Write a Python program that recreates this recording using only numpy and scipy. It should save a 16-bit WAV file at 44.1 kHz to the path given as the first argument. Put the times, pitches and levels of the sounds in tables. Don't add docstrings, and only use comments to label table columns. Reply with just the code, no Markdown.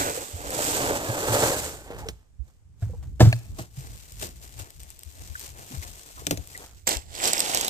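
import sys
import numpy as np
from scipy import signal
from scipy.fft import rfft, irfft, next_fast_len
from scipy.io import wavfile
from scipy.ndimage import map_coordinates

SR = 44100
rng = np.random.default_rng(int(sys.argv[2]) if len(sys.argv) > 2 else 0)


def persist_wave(psi):
    counts = np.round(np.clip(psi, -1, 1) * 32767).astype(np.int16)
    wavfile.write(sys.argv[1], SR, np.atleast_2d(counts).T)


N = 339129


# (time [s], drumming level [dB], hiss level [dB])
POUR = [(0.0, -29, -34), (0.324, -50.5, -47.5), (0.434, -40.5, -47.5), (0.602, -34, -32.5),
        (0.686, -33.5, -30.5), (0.904, -28, -37), (1.062, -36, -41.5), (1.088, -31.5, -41),
        (1.19, -33.5, -38.5), (1.428, -22.5, -30.5), (1.66, -39.5, -38.5), (1.826, -52, -55.5),
        (1.88, -50.5, -58)]
# (frequency [Hz], level [dB])
HISS = [(600, 0), (2200, -1), (3200, 0.5), (5800, 1), (7800, 7), (10500, -1), (14000, 1.5)]


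def pour():
    stones = chatter(grains(rate=8000, spread_db=5.5, scatter_ms=.06), t60=.012, share=.55)
    hiss = unit(through(stones, response(HISS)))
    hiss_flicker = amp(6 + 1.2 * wobble(41.57))
    drum_flicker = amp(2.0 + 1.4 * wobble(34.24))
    drum = drumming(t60=0.17, ring_db=-2.5)
    return level(POUR, 2) * hiss_flicker * hiss + level(POUR, 1) * drum_flicker * drum


# (frequency [Hz], level [dB])
HOLLOW = [(50, -15), (115, -1), (180, -11), (300, -3), (520, -5), (780, -4), (1050, -9.5), (1500, -11),
          (2300, -15.5), (5000, -26.5)]
# (frequency [Hz], relative level [dB])
WALL_MODES = [(295, 1), (455, 7), (520, 5.5), (585, 6.5), (712, 3.5), (880, 1), (1250, -4), (1560, 1.5)]
WALL_DRIFT_S = .003


def drumming(t60, ring_db):
    taps = chatter(grains(rate=1100, spread_db=2.0, scatter_ms=0.026), t60=0.048, share=0.036)
    slips = grains(rate=350, spread_db=4, scatter_ms=.026)
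    steady_ring = through(slips, ringing(WALL_MODES, t60))
    now = np.arange(N)
    flexed = now + WALL_DRIFT_S * SR * wobble(8)
    ring = np.array([np.interp(flexed, now, port) for port in steady_ring])
    hollow = unit(through(taps, response(HOLLOW)))
    return unit(hollow + amp(ring_db) * unit(ring))


# (time [s], level [dB], time to fall 60 dB [s])
SLAPS = [(2.825, -44, 0.068), (3.1973, -30, 0.12), (3.2042, -14, 0.13), (3.25, -27.5, 0.24),
         (3.588, -35, 0.15), (4.224, -36, 0.26)]
# (frequency [Hz], level [dB])
SLAP_COLOUR = [(90, -22.5), (330, 0.5), (450, -14.5), (620, -9), (900, -20), (1400, -19.5), (2200, -24),
               (4000, -22.5), (7500, -27.5), (10500, -41), (14000, -34)]


def slaps():
    return blows(SLAPS, SLAP_COLOUR, snap=2.1, rattle=0.15)


# (time [s], peak level [dB], pitch [Hz], time to swell [s])
BOOMS = [(1.088, -24, 113, 0.01), (1.287, -24, 112.6, 0.023), (2.823, -18.5, 102, .011),
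         (2.867, -23.5, 99, 0.0085), (3.2038, -5, 115.2, 0.021), (3.267, -4.5, 115, 0.01),
         (3.327, -21, 117.3, 0.017), (3.597, -30.5, 119, 0.01), (3.773, -29.5, 132, 0.011)]
# (frequency [Hz], level added to the scaled slap level [dB], time to swell [s])
FLEX_MODES = [(79.8, 6, 0.014), (177.3, 0.5, 0.017), (310, -8, 0.012), (425, -6, 0.008),
              (525.4, 0.5, 0.0071), (634.3, 6.5, 0.0042), (740, -2, .005), (942, -4.5, 0.0069),
              (1555, -4.5, 0.0044)]
FLEX_GROWS = 1.28


def booms():
    pair = notes(BOOMS)
    bending = sum(swelling(db, hz, swell, waver=0.15) for hz, db, swell in FLEX_MODES)
    for s, db, _ in SLAPS:
        add(pair, s, amp(FLEX_GROWS * db) * bending)
    return pair


# (time [s], crack level [dB], wall knock level [dB], rim ring level [dB])
KNOCKS = [(2.0868, -8, -32, -34), (3.3272, -11.5, -38.5, -15), (4.226, -13.5, -33, -38)]
# (frequency [Hz], level [dB])
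CRACK_COLOUR = [(200, 2.5), (700, -32.5), (1300, -1), (3000, 6), (4600, 2), (5700, 3.5), (8000, 5.5),
                (10500, -8), (14000, 0)]
# (frequency [Hz], level [dB])
KNOCK_COLOUR = [(60, -7), (170, 1), (300, -2), (550, 1.5), (900, -9.5), (1400, -11.5), (4000, -15)]
# (frequency [Hz], relative level [dB], time to swell [s])
RIM_MODES = [(678, -8, 0.002), (1855, -9, 0.0021), (2570, -0.5, 0.00085), (4600, -18, 0.0041)]


def knocks():
    cracks = blows([(s, db - 16.5, .018) for s, db, *_ in KNOCKS], CRACK_COLOUR, snap=3.1, rattle=0.088)
    thuds = blows([(s, db, .08) for s, _, db, _ in KNOCKS], KNOCK_COLOUR, snap=2.2, rattle=0.034)
    rings = np.zeros((2, N))
    rim = sum(swelling(db, hz, swell, waver=0.085) for hz, db, swell in RIM_MODES)
    for s, _, _, db in KNOCKS:
        add(rings, s, amp(db) * rim)
    return cracks + rings + thuds


# (time [s], level [dB], pitch [Hz], time to swell [s])
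SQUEAKS = [(.173, -28, 527, 0.0052), (.22, -33, 536, 0.0043), (1.908, -38, 463, 0.016),
           (2.02, -42, 814, 0.012), (2.056, -34, 444, 0.0086), (2.934, -41.5, 477, 0.0058),
           (5.353, -27, 1520, 0.0024), (6.548, -34, 2000, 0.0045)]


def squeaks():
    return notes(SQUEAKS, waver=0.07)


# (time [s], peak level [dB], pitch [Hz], time to swell [s])
BUMPS = [(.5905, -15, 650, 0.00093), (.911, -15.5, 520, 0.001), (1.43, -23, 490, 0.0022),
         (1.904, -24.5, 503, 0.00093), (2.821, -43, 680, .006), (2.895, -43, 510, 0.0047)]


def bumps():
    return notes(BUMPS, waver=0.07)


# (time [s], level [dB])
LITTER = [(2.8, -82), (3.44, -61), (3.67, -64), (4.01, -52), (4.35, -59.5), (4.55, -53.5), (4.76, -58.5),
          (5.12, -54.5), (5.6, -52.5), (6.26, -47.5), (6.85, -80)]
LITTER_CRACKLE_DB, LITTER_MURMUR_DB = 0.5, -7.5
# (time of the peak [s], crackle level [dB], low rumble level [dB], rise [s], time to fall 60 dB [s])
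SCUFFS = [(1.915, -62.5, -38, 0.094, 0.42), (1.987, -45, -43, 0.02, 0.24), (2.076, -57, -53.5, 0.41, 0.47),
          (2.48, -64.5, -66.5, 0.097, 0.42), (2.827, -55.5, -56, 0.071, 0.89),
          (3.028, -60.5, -58, 0.012, 0.15), (3.205, -31.5, -37.5, 0.008, 0.43),
          (3.338, -51.5, -58, 0.058, 1.1), (3.592, -42, -44.5, 0.039, 0.24),
          (3.789, -45.5, -50.5, 0.093, 0.99), (4.232, -33.5, -42.5, .09, 0.25),
          (4.44, -43.5, -50.5, 0.072, 0.24), (4.596, -41, -44, 0.054, 0.19), (4.797, -46, -56, 0.012, 0.38),
          (5.208, -48, -55, 0.11, 0.89), (5.404, -42, -55, 0.15, 0.54), (5.729, -46, -48, 0.35, 1.5),
          (5.83, -44, -46, 0.033, 0.18), (6.229, -58.5, -53, 0.29, 0.48), (6.501, -49, -65.5, 0.036, 1.3),
          (6.63, -47, -48, 0.5, 0.45)]
# (frequency [Hz], level [dB])
LEAVES = [(300, -40.5), (1000, -3), (1600, -2), (3000, 0.5), (5500, 2), (8000, 5), (10500, -2.5),
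          (14000, 1.5)]


def roll():
    flakes = chatter(grains(rate=3000, spread_db=6, scatter_ms=.06), t60=.012, share=.5)
    crackle = unit(through(flakes, response(LEAVES))) * amp(1.8 + 1.5 * wobble(22))
    power = np.outer(amp([LITTER_CRACKLE_DB, LITTER_MURMUR_DB]), level(LITTER)) ** 2
    for s, crackle_db, rumble_db, rise, t60 in SCUFFS:
        power += np.outer(amp([crackle_db, rumble_db]), surge(s, rise, t60)) ** 2
    crackle_gain, rumble_gain = np.sqrt(power)
    lumps = amp(3 * wobble(20))
    rumble = lumps * drumming(t60=0.21, ring_db=-15.0)
    return crackle_gain * crackle + rumble_gain * rumble


# (time [s], level [dB])
CLICKS = [(0.5059, -13), (4.1222, -25), (4.24, -18.5), (4.705, -26.5), (4.833, -25), (4.904, -23.5),
          (4.9924, -25), (5.034, -22), (5.3958, -20), (6.474, -24), (6.577, -19.5)]
# (frequency [Hz], level [dB])
STONE_COLOUR = [(300, -17), (1500, -15.5), (3000, -11), (5200, -4), (6500, -10), (7800, 2.5),
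                (10500, -11.5), (14000, -2.5)]


def clicks():
    return blows([(s, db - 8, .007) for s, db in CLICKS], STONE_COLOUR, snap=5, rattle=.06)


# (time of the peak [s], level [dB], rise [s], hold [s], time to fall 60 dB [s])
STROKES = [(6.874, -28, 0.011, 0.043, 0.23), (7.242, -32.5, 0.19, 0.41, 0.41),
           (7.243, -26.5, 0.091, 0.023, 0.18), (7.393, -34, 0.018, 0.023, 0.13)]
# (frequency [Hz], level [dB])
CRUNCH = [(50, -20), (150, -9), (400, -4), (750, 0), (1200, -9.5), (2200, -8), (3200, -4.5), (6000, -7),
          (8000, -7.5), (10500, -9), (14000, -12.5)]
# (frequency [Hz], relative level [dB])
STEEL_MODES = [(350, -3), (785, 2.5), (1950, -0.5), (5100, -6), (7400, 3), (7950, 1.5)]
SLIP_DB = 1.6
SPRAY_DB, SPRAY_RISE_S, SPRAY_T60_S = -25, 0.005, 0.055


def dig():
    grit = chatter(grains(rate=5000, spread_db=4.6, scatter_ms=.03), t60=.008, share=.5)
    crunch = unit(through(grit, response(CRUNCH))) * amp(2.5) * amp(SLIP_DB * wobble(50))
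    coarse = grains(rate=900, spread_db=4, scatter_ms=.02)
    steel = unit(through(coarse, ringing(STEEL_MODES, t60=.012))) * amp(-4)
    clinks = amp(-6) * pebbles(rate=110)
    push = sum((amp(db) * surge(s, rise, t60, hold)) ** 2 for s, db, rise, hold, t60 in STROKES)
    spray = sum((amp(db + SPRAY_DB) * surge(s, SPRAY_RISE_S, SPRAY_T60_S)) ** 2 for s, db, _ in STRIKES)
    return np.sqrt(push + spray) * (crunch + steel + clinks)


# (time [s], level [dB], pitch of the stone [Hz])
STRIKES = [(6.8712, -8, 7560), (6.876, -5, 5700), (6.8916, -6, 7570), (6.9303, -18, 5100),
           (6.9695, -15.5, 5140), (7.151, -21, 4550), (7.2387, -9.5, 7950), (7.276, -7.5, 7200),
           (7.333, -3, 8300), (7.38, -9.5, 6100), (7.3939, -8, 8260), (7.404, -4.5, 4600),
           (7.5474, -3.5, 7150), (7.5738, -9, 7830), (7.611, -8, 7360), (7.648, -11, 6660),
           (7.681, -8.5, 4100)]
PING_DB, PING_SWELL_S = -13, 0.00091


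def strikes():
    pair = blows([(s, db - 6, .01) for s, db, _ in STRIKES], STONE_COLOUR, snap=3.5, rattle=.06)
    for s, db, hz in STRIKES:
        add(pair, s, swelling(db + PING_DB, hz, PING_SWELL_S, waver=0.09))
    return pair


PEBBLE_HZ, PEBBLE_OCTAVES = 4100, .55
PEBBLE_T60_S = .003


def pebbles(rate, spread_db=4, size=1500):
    chance = rng.random((int(rate * N / SR), 2))
    traits = np.clip(rng.standard_normal((len(chance), 2)), -2, 2)
    pair, t = np.zeros((2, N)), np.arange(size) / SR
    for (when, turn), (high, big) in zip(chance, traits):
        hz = min(PEBBLE_HZ * 2 ** (PEBBLE_OCTAVES * high), TOP_HZ)
        fade = amp(spread_db * big - 60 * t / PEBBLE_T60_S)
        clink = fade * np.sin(2 * np.pi * (hz * t + turn))
        add(pair, (size + when * (N - 2 * size)) / SR, clink)
    return unit(pair)


# (time [s], crack level [dB], level of the thud and the shaft's ring [dB])
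JOLTS = [(6.268, -11.5, -34.5), (6.31, -10.5, -25), (6.374, -26, -43)]
# (frequency [Hz], relative level [dB], time to swell [s])
SHAFT_MODES = [(109, -7.5, 0.02), (173, -3.5, 0.011), (292, 0, 0.0084), (410, -4, 0.0079),
               (555, 3.5, 0.0019), (710, -9, 0.0071), (3250, -21, 0.00069)]


def jolts():
    cracks = blows([(s, db - 6.0, .018) for s, db, _ in JOLTS], CRACK_COLOUR, snap=8.0, rattle=0.31)
    thuds = blows([(s, db, .12) for s, _, db in JOLTS], KNOCK_COLOUR, snap=4.3, rattle=0.019)
    rings = np.zeros((2, N))
    shaft = sum(swelling(db, hz, swell, waver=.14) for hz, db, swell in SHAFT_MODES)
    for s, _, db in JOLTS:
        add(rings, s, amp(db) * shaft)
    return cracks + rings + thuds


# (time [s], level [dB], centre frequency [Hz], time to swell [s])
RUBS = [(.001, -40, 1940, 0.015), (2.82, -52.5, 1510, 0.0036), (2.932, -55.5, 850, 0.0065),
        (5.701, -46.5, 222, 0.016), (5.823, -45, 1940, 0.0061), (6.171, -44.5, 1140, 0.011),
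        (6.218, -34, 420, 0.0017)]
RUB_WIDTH = 0.27


def rubs(order=2):
    pair, t = np.zeros((2, N)), np.arange(SR // 2) / SR
    for s, db, hz, swell in RUBS:
        edges = hz * np.exp([-RUB_WIDTH / 2, RUB_WIDTH / 2])
        band = signal.butter(order, edges, "band", fs=SR, output="sos")
        rasp = unit(signal.sosfilt(band, rng.standard_normal(SR)))[-len(t):]
        add(pair, s, amp(db) * hump(t, swell) * rasp)
    return pair


# (time [s], level [dB])
WIND = [(0, -53), (1.3, -41.5), (2, -41), (2.25, -58.5), (2.65, -49), (2.92, -37), (3.2, -39), (4.1, -45),
        (7.69, -52)]
WIND_SIDE_DB = 4.5
# (time [s], peak level [dB], pitch [Hz], left minus right [dB])
PUFFS = [(0.327, -29, 85, -3), (2.385, -36.5, 64.3, -29.5), (2.971, -33, 76, 11), (4.589, -39.5, 84, 15.5),
         (5.052, -44, 75.6, 27), (5.291, -43.5, 69, 30), (5.724, -33.5, 140, 6), (5.765, -31, 86, 14.5),
         (6.372, -35.5, 73, 18), (6.951, -35, 65, 22)]
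# (frequency [Hz], level [dB])
LOW = [(20, -34.5), (45, 7.5), (75, 9), (120, 0.5), (200, -13), (500, -33.5), (3000, -100)]
# (frequency [Hz], level [dB])
AIR = [(30, 6.5), (150, -8.5), (500, -20.5), (1500, -27.5), (4000, -33), (8000, -28.5), (14000, -40)]


def outdoors(apart=1.0):
    low = rng.standard_normal((1, N)) + apart * rng.standard_normal((2, N))
    rumble = unit(through(low, response(LOW)))
    gusts = amp(4.2 * wobble(10) - 2.5)
    wind = level(WIND) * panned(WIND_SIDE_DB * curve(BEARING)) * gusts * rumble
    for s, db, hz, pan_db in PUFFS:
        puff = swelling(db, hz, swell=0.022, waver=0.19, order=3)
        wind[:, round(s * SR):][:, :len(puff)] += panned(pan_db) * puff
    hush = amp(-61.5) * through(rng.standard_normal((2, N)), response(AIR))
    return wind + hush


def trees(pair, t60=0.55, size=16384):
    echo = np.zeros((2, N + SR))
    padded = np.pad(pair, ((0, 0), (0, size)))
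    for start in range(0, N, size // 2):
        tail = burst(t60, channels=2)
        piece = padded[:, start:start + size] * np.hanning(size)
        answer = signal.fftconvolve(piece, tail / np.linalg.norm(tail[0]), axes=1)
        echo[:, start:start + answer.shape[1]] += answer
    return echo[:, :N]


def amp(db):
    return 10 ** (np.asarray(db) / 20)


def unit(x):
    return x / np.sqrt(np.mean(x ** 2) + 1e-20)


def curve(rows, column=1):
    rows = np.asarray(rows)
    return np.interp(np.arange(N) / SR, rows[:, 0], rows[:, column])


def level(rows, column=1, fade=0.021):
    t = np.arange(N) / SR
    inside = np.minimum(t - rows[0][0], rows[-1][0] - t)
    return amp(curve(rows, column)) * np.clip(1 + inside / fade, 0, 1)


def wobble(rate):
    knots = rng.standard_normal(int(N * rate / SR) + 4)
    return map_coordinates(knots, [np.arange(N) * rate / SR])


def hump(t, swell):
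    return t / swell * np.exp(1 - t / swell)


RISE_DB = 30


def surge(s, rise, t60, hold=0):
    t = np.arange(N) / SR - s
    climb, fall = RISE_DB * t / rise, -60 * (t - hold) / t60
    return amp(np.clip(np.minimum(climb, fall), -120, 0))


def swelling(db, hz, swell, waver=0, order=1):
    t = np.arange(SR // 2) / SR
    knots = t[::SR // 600]
    drift = np.interp(t, knots, rng.standard_normal(len(knots)))
    phase = 2 * np.pi * np.cumsum(hz * (1 + waver * drift)) / SR
    return amp(db) * hump(t, swell) ** order * np.sin(phase)


def notes(rows, waver=0):
    pair = np.zeros((2, N))
    for s, db, hz, swell in rows:
        add(pair, s, swelling(db, hz, swell, waver))
    return pair


def burst(t60, channels=1):
    t = np.arange(SR // 3) / SR
    return rng.standard_normal((channels, len(t))) * amp(-60 * t / t60)


def blows(rows, colour, snap, rattle):
    pair = np.zeros((2, N))
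    for s, db, t60 in rows:
        contact = burst(t60)[0]
        contact[0] = snap
        add(pair, s, amp(db) * contact)
    return through(chatter(pair, t60=.02, share=rattle), response(colour))


def ringing(modes, t60):
    t = np.arange(SR // 3) / SR
    ring = np.zeros(len(t))
    for hz, db in modes:
        ring += amp(db - 60 * t / t60) * np.sin(2 * np.pi * hz * t + rng.uniform(0, 2 * np.pi))
    return ring


def response(points, size=4096):
    hz, db = np.transpose(points)
    grid = np.fft.rfftfreq(size, 1 / SR)
    cepstrum = irfft(np.log(amp(np.interp(np.log(grid + 1), np.log(hz), db))))
    cepstrum[1:size // 2] *= 2
    cepstrum[size // 2 + 1:] = 0
    return irfft(np.exp(rfft(cepstrum)))


def through(x, ring):
    ring = np.atleast_2d(ring)
    ring = ring / np.linalg.norm(ring, axis=1, keepdims=True)
    return signal.fftconvolve(x, ring, axes=1)[:, :N]


def chatter(x, t60, share):
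    share, keep = np.clip(share, 0, 1), amp(-60 / (t60 * SR)) ** 2
    energy = signal.lfilter([1 - keep], [1, -keep], x ** 2)
    rattle = np.sqrt(share * energy) * rng.standard_normal(x.shape)
    return np.sqrt(1 - share) * x + rattle


# (time [s], bearing [about -1 right to 1 left])
BEARING = [(0, -1.08), (.75, -.76), (1.5, -.52), (2.6, -0.53), (3.22, 0.26), (3.8, 0.9), (5, 0.91),
           (6.6, 0.79), (6.8, -1.17), (7.69, -0.86)]
PORT_LAG = .000385


def add(pair, s, sound):
    lag = PORT_LAG * np.interp(s, *np.transpose(BEARING))
    for port, delay in zip(pair, (-lag / 2, lag / 2)):
        part = port[round((s + delay) * SR):][:len(sound)]
        part += sound[:len(part)]


def grains(rate, spread_db, scatter_ms):
    count = int(rate * N / SR)
    at = rng.integers(0, N, count)
    size_db = spread_db * np.clip(rng.standard_normal(count), -3, 2.6)
    size = amp(size_db) * rng.choice([-1, 1], count)
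    scatter = scatter_ms / 10 ** 3 * rng.standard_normal(count)
    lag = SR * (PORT_LAG * curve(BEARING)[at] + scatter)
    left = at - np.round(lag / 2)
    right = left + np.round(lag)
    return np.array([np.bincount(np.clip(i, 0, N - 1).astype(int), size, N) for i in (left, right)])


def panned(db):
    return amp(np.array([[.5], [-.5]]) * db)


def shaded(pair, shade_db=2.5, corner_hz=2200):
    high_pass = signal.butter(1, corner_hz, "high", fs=SR, output="sos")
    treble = signal.sosfiltfilt(high_pass, pair)
    gain = amp(shade_db * curve(BEARING) * np.array([[1], [-1]]))
    return pair + treble * (gain - 1)


def scene():
    barrel = pour() + slaps() + knocks() + squeaks() + bumps()
    ground = roll() + clicks()
    shovel = dig() + strikes() + jolts() + rubs()
    near = shaded(barrel + ground + shovel) + booms()
    echo = amp(-23) * trees(near)
    return near + echo + outdoors()


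# (frequency [Hz], level [dB])
RIGHT_PORT = [(5000, 0.5), (7500, 2.5), (8700, 0.5), (9600, -7.5), (10300, -18.5), (11300, -7.5),
              (13000, -0.5), (14500, -8.5)]
BASS_LEAD, BASS_LEAD_HZ = 0.5, 100
TOP_HZ = 14700


def record(dry):
    right = signal.fftconvolve(dry[1], response(RIGHT_PORT))[:N]
    ports = np.clip([dry[0], right], -1, 1)
    size = next_fast_len(N + SR // 10)
    hz = np.fft.rfftfreq(size, 1 / SR)
    lead = BASS_LEAD * np.sin(2 * np.arctan(hz / BASS_LEAD_HZ))
    turn = np.exp(1j * np.array([[.5], [-.5]]) * lead)
    return irfft(rfft(ports, size) * turn * (hz < TOP_HZ), size)[:, :N]


dry = scene()
out = record(dry)
persist_wave(out)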